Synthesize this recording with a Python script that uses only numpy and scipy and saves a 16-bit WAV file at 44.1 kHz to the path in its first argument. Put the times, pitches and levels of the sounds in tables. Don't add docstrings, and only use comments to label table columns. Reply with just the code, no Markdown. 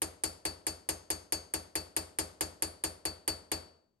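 import sys
import numpy as np
from scipy.fft import rfft, irfft, next_fast_len
from scipy.io import wavfile

SR = 44100
rng = np.random.default_rng(int(sys.argv[2]) if len(sys.argv) > 2 else 0)


def put_to_file(sound):
    columns = np.atleast_2d(sound).T
    safe = np.clip(columns, -1, 1)
    whole_steps = np.round(safe * 32767)
    wavfile.write(sys.argv[1], SR, whole_steps.astype(np.int16))


N = 176400
BLOW_SAMPLES = SR * 3 // 4

# start in seconds, EQ in dB for the knock, ping, upper ring and clack bands,
# then the overtone's trim in dB.
BLOWS = [(0.0185, -1.5, -5.9, -1.6, 1.2, 4.5), (0.2364, -1.5, -4.2, 1.5, 1.6, -5.5),
         (0.4521, -1.05, -0.6, -2, -1.5, 2), (0.667, -2.3, -4.3, -0.3, 0.3, 2.5),
         (0.889, -1.2, -3.2, 0.7, 0.9, 8.5), (1.1025, -1.7, -4.5, 0.5, 0.5, 7.5),
         (1.3226, -1.4, -1, 0.8, 1.5, 9), (1.5376, -1.5, -1.7, -1.5, 0.3, 7),
         (1.7539, -1.1, -3.2, -1.3, 0.2, -3.1), (1.9647, -0.85, -2.9, 0.3, 1.6, -5.5),
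         (2.1865, 0.2, -5.2, 1.2, 1.9, 1.0), (2.4087, -0.2, -4.3, 0.9, 1.2, 0.7),
         (2.6223, -1.1, -2, -0.5, 1.5, -10), (2.8379, -1, -2.5, -0.4, 1, -6),
         (3.0528, -1.34, -2, -2.6, -1.4, -5), (3.2777, 0.4, 2, -0.1, 1.7, -8),
         (3.5166, 0.35, 0.1, -1, -1.7, -4)]
# pitch in Hz, level in dB, T60 in seconds.
CLACK_MODES = [(9092, -21.5, 0.02), (9970, -31, 0.016), (10290, -18, 0.02), (11350, -31.5, 0.029)]
# pitch in Hz, level in dB, T60 in seconds.
RING_MODES = [(2625, -41, .12), (4524, -29, 0.23), (4526, -50.5, 0.55), (4670, -43, 0.21),
              (5340, -56.5, .4), (6730, -49, 0.19), (8700, -47, .24), (9750, -45, 0.29), (8940, -48, 0.31),
              (10370, -43.5, .3), (11430, -54, 0.28), (12000, -47.5, 0.14)]
# pitch in Hz, level in dB, T60 in seconds, attack in seconds.
BENCH_MODES = [(46, -63.5, .35, .025), (60.7, -43, 0.32, .025), (78.7, -51, 0.56, .03),
               (84.9, -42.5, 0.42, 0.016), (161.8, -46, .3, 0.014), (261.4, -58.5, 0.5, .008),
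               (320.3, -35.5, 0.18, 0.0035), (406.4, -37.5, 0.12, 0.0021), (434, -41.5, .08, 0.0011),
               (543, -44.5, 0.097, .003), (616.4, -49.5, 0.49, .004), (728.6, -43, 0.082, .003),
               (883, -42, 0.15, .002), (1116, -48, 0.22, 0.0033), (1507, -48, 0.1, 0.0033),
               (1702, -45.5, 0.14, 0.00033)]
# frequency in Hz, level in dB per Hz.
CRACK_SPECTRUM = [(150, -95), (600, -62), (1200, -70.5), (2400, -69), (3600, -73), (5000, -80.5),
                  (8000, -70), (10000, -82.5), (11500, -74), (13200, -72.5), (16000, -109)]
# frequency in Hz, level in dB per Hz.
SCATTER_SPECTRUM = [(60, -80.5), (220, -75.5), (400, -66), (1200, -74.5), (2400, -64.5), (3700, -73),
                    (4900, -64), (5900, -75), (6900, -67.5), (8200, -69.5), (9100, -66), (10200, -62),
                    (11400, -71.5), (13200, -86), (16000, -97.5)]
# frequency in Hz, T60 in seconds.
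SCATTER_DECAY = [(200, 0.2), (900, 0.22), (2200, 0.078), (7000, 0.12), (12000, 0.081)]
# frequency in Hz, level in dB per Hz.
TAIL_SPECTRUM = [(25, -104), (60, -78), (130, -77.5), (320, -71.5), (620, -74.5), (1200, -79), (2400, -84),
                 (3700, -87.5), (4900, -83), (5900, -92), (7000, -86.5), (10200, -81), (11700, -84),
                 (13200, -108), (16000, -112)]
# frequency in Hz, T60 in seconds.
TAIL_DECAY = [(80, 0.51), (500, 0.63), (2000, 0.47), (5000, 0.48), (9000, 0.39), (14000, 0.1)]
# frequency in Hz, share of power.
FRESH_SHARE = [(100, 0.036), (500, 0.18), (1500, 0.36), (3500, 0.32), (8000, 0.66)]
# frequency in Hz, correlation (capped at 1 when used).
LIKENESS = [(80, 1.04), (350, 0.43), (900, 0.04), (3000, 0.02), (4500, 0.41), (6000, -0.2), (8000, 0),
            (8700, 1.4), (16000, 3)]
# frequency in Hz, left over right in dB.
BALANCE = [(80, 1), (170, 7.5), (450, 0.5), (1300, 4.5), (3000, 3), (5000, 5.5), (7000, 11.5), (8700, 1),
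           (16000, 0)]
# frequency in Hz, level in dB per Hz.
AIR_SPECTRUM = [(25, -114), (80, -106), (300, -112), (1200, -131), (11000, -139), (16000, -139)]


def amp(db):
    return 10 ** (np.asarray(db) / 20)


def curve(points, hz):
    freqs, values = np.transpose(points)
    return np.interp(np.log(hz + 1), np.log(freqs + 1), values)


def eq(x, response):
    n = x.shape[-1]
    padded = next_fast_len(n + 8192)
    return irfft(rfft(x, padded) * response(np.fft.rfftfreq(padded, 1 / SR)), padded)[..., :n]


def stereo_noise(spectrum, size=BLOW_SAMPLES):
    def tone_and_width(hz):
        width = np.arccos(np.clip(curve(LIKENESS, hz), -1, 1)) / 2
        return amp(curve(spectrum, hz)) * np.array([np.cos(width), np.sin(width)])
    mid, side = eq(rng.standard_normal((2, size)) * np.sqrt(SR / 2), tone_and_width)
    return eq(np.array([mid + side, mid - side]), lambda hz: amp(np.outer([.5, -.5], curve(BALANCE, hz))))


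def mode(hz, db, t60, rise_s, phase=0):
    t = np.arange(BLOW_SAMPLES) / SR
    return amp(db - 60 * t / t60) * (1 - np.exp(-t / rise_s)) * np.sin(2 * np.pi * hz * t + phase)


def stereo_phases(modes):
    apart = np.arccos(np.clip(curve(LIKENESS, np.array(modes)[:, 0]), -1, 1))
    return (np.pi * np.arange(len(modes))[:, None] + np.outer(apart, [.5, -.5]))[..., None]


def room_air():
    return stereo_noise(AIR_SPECTRUM, size=N)


def reflections(spectrum, decay, rise_s):
    t = np.arange(BLOW_SAMPLES) / SR
    wash = stereo_noise(spectrum)
    centres, t60s = np.transpose(decay)
    bands = [eq(wash, lambda hz: curve(np.c_[centres, pick], hz)) * amp(-60 * t / t60)
             for pick, t60 in zip(np.eye(len(centres)), t60s)]
    return sum(bands) * (1 - np.exp(-t / rise_s))


def with_wall_echo(x, delay_s=0.011, db=-13.5):
    return x + amp(db) * np.pad(x, (round(delay_s * SR), 0))[:len(x)]


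def crack_and_reverb(crack_t60_s=0.019):
    crack = stereo_noise(CRACK_SPECTRUM) * amp(-60 * np.arange(BLOW_SAMPLES) / SR / crack_t60_s)
    scatter = reflections(SCATTER_SPECTRUM, SCATTER_DECAY, rise_s=0.0037)
    tail = reflections(TAIL_SPECTRUM, TAIL_DECAY, rise_s=0.015)
    return crack + scatter + tail


def bench_thud():
    return sum(mode(*row, phase) for row, phase in zip(BENCH_MODES, stereo_phases(BENCH_MODES)))


def steel_ring(overtone_db, rise_s=0.011, pan_below_hz=8400):
    pan_db = np.array([[3], [-3]])
    ring = sum(mode(hz, db + rng.normal(0, 2), t60, rise_s, phase) * amp(pan_db * (hz < pan_below_hz))
               for (hz, db, t60), phase in zip(RING_MODES, stereo_phases(RING_MODES)))
    overtone = mode(hz=6417, db=-56.5 + overtone_db, t60=0.38, rise_s=rise_s)
    return ring + overtone * amp(pan_db)


def hammer_clack(rise_s=0.00062):
    return sum(mode(hz, db + rng.normal(0, 1), t60, rise_s, phase=rng.uniform(0, 2 * np.pi))
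               for hz, db, t60 in CLACK_MODES)


def hammer_blows():
    out = np.zeros((2, N + BLOW_SAMPLES))
    usual_space = crack_and_reverb()
    thud = bench_thud()
    fresh = lambda hz: np.clip(curve(FRESH_SHARE, hz), 0, 1)
    for start_s, knock_db, ping_db, upper_db, clack_db, overtone_db in BLOWS:
        clack = with_wall_echo(hammer_clack())
        ring = steel_ring(overtone_db)
        space = eq(usual_space, lambda hz: np.sqrt(1 - fresh(hz)))
        space += eq(crack_and_reverb(), lambda hz: np.sqrt(fresh(hz)))
        colour = [(4200, knock_db), (4450, ping_db), (4600, ping_db),
                  (4800, upper_db), (8000, upper_db), (9000, clack_db)]
        blow = eq(clack + ring + thud + space, lambda hz: amp(curve(colour, hz)))
        start = round(start_s * SR)
        out[:, start:start + BLOW_SAMPLES] += blow
    return out[:, :N]


def scene():
    return hammer_blows() + room_air()


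def record(dry):
    treble_hz, lag_s, high_cut_hz = 8400, .000275, 16400
    lag_cycles = lambda hz: np.outer([.5, -.5], np.maximum(hz - treble_hz, 0) * lag_s)
    return eq(dry, lambda hz: np.exp(-2j * np.pi * lag_cycles(hz)) * (hz < high_cut_hz))


dry = scene()
out = record(dry)
put_to_file(out)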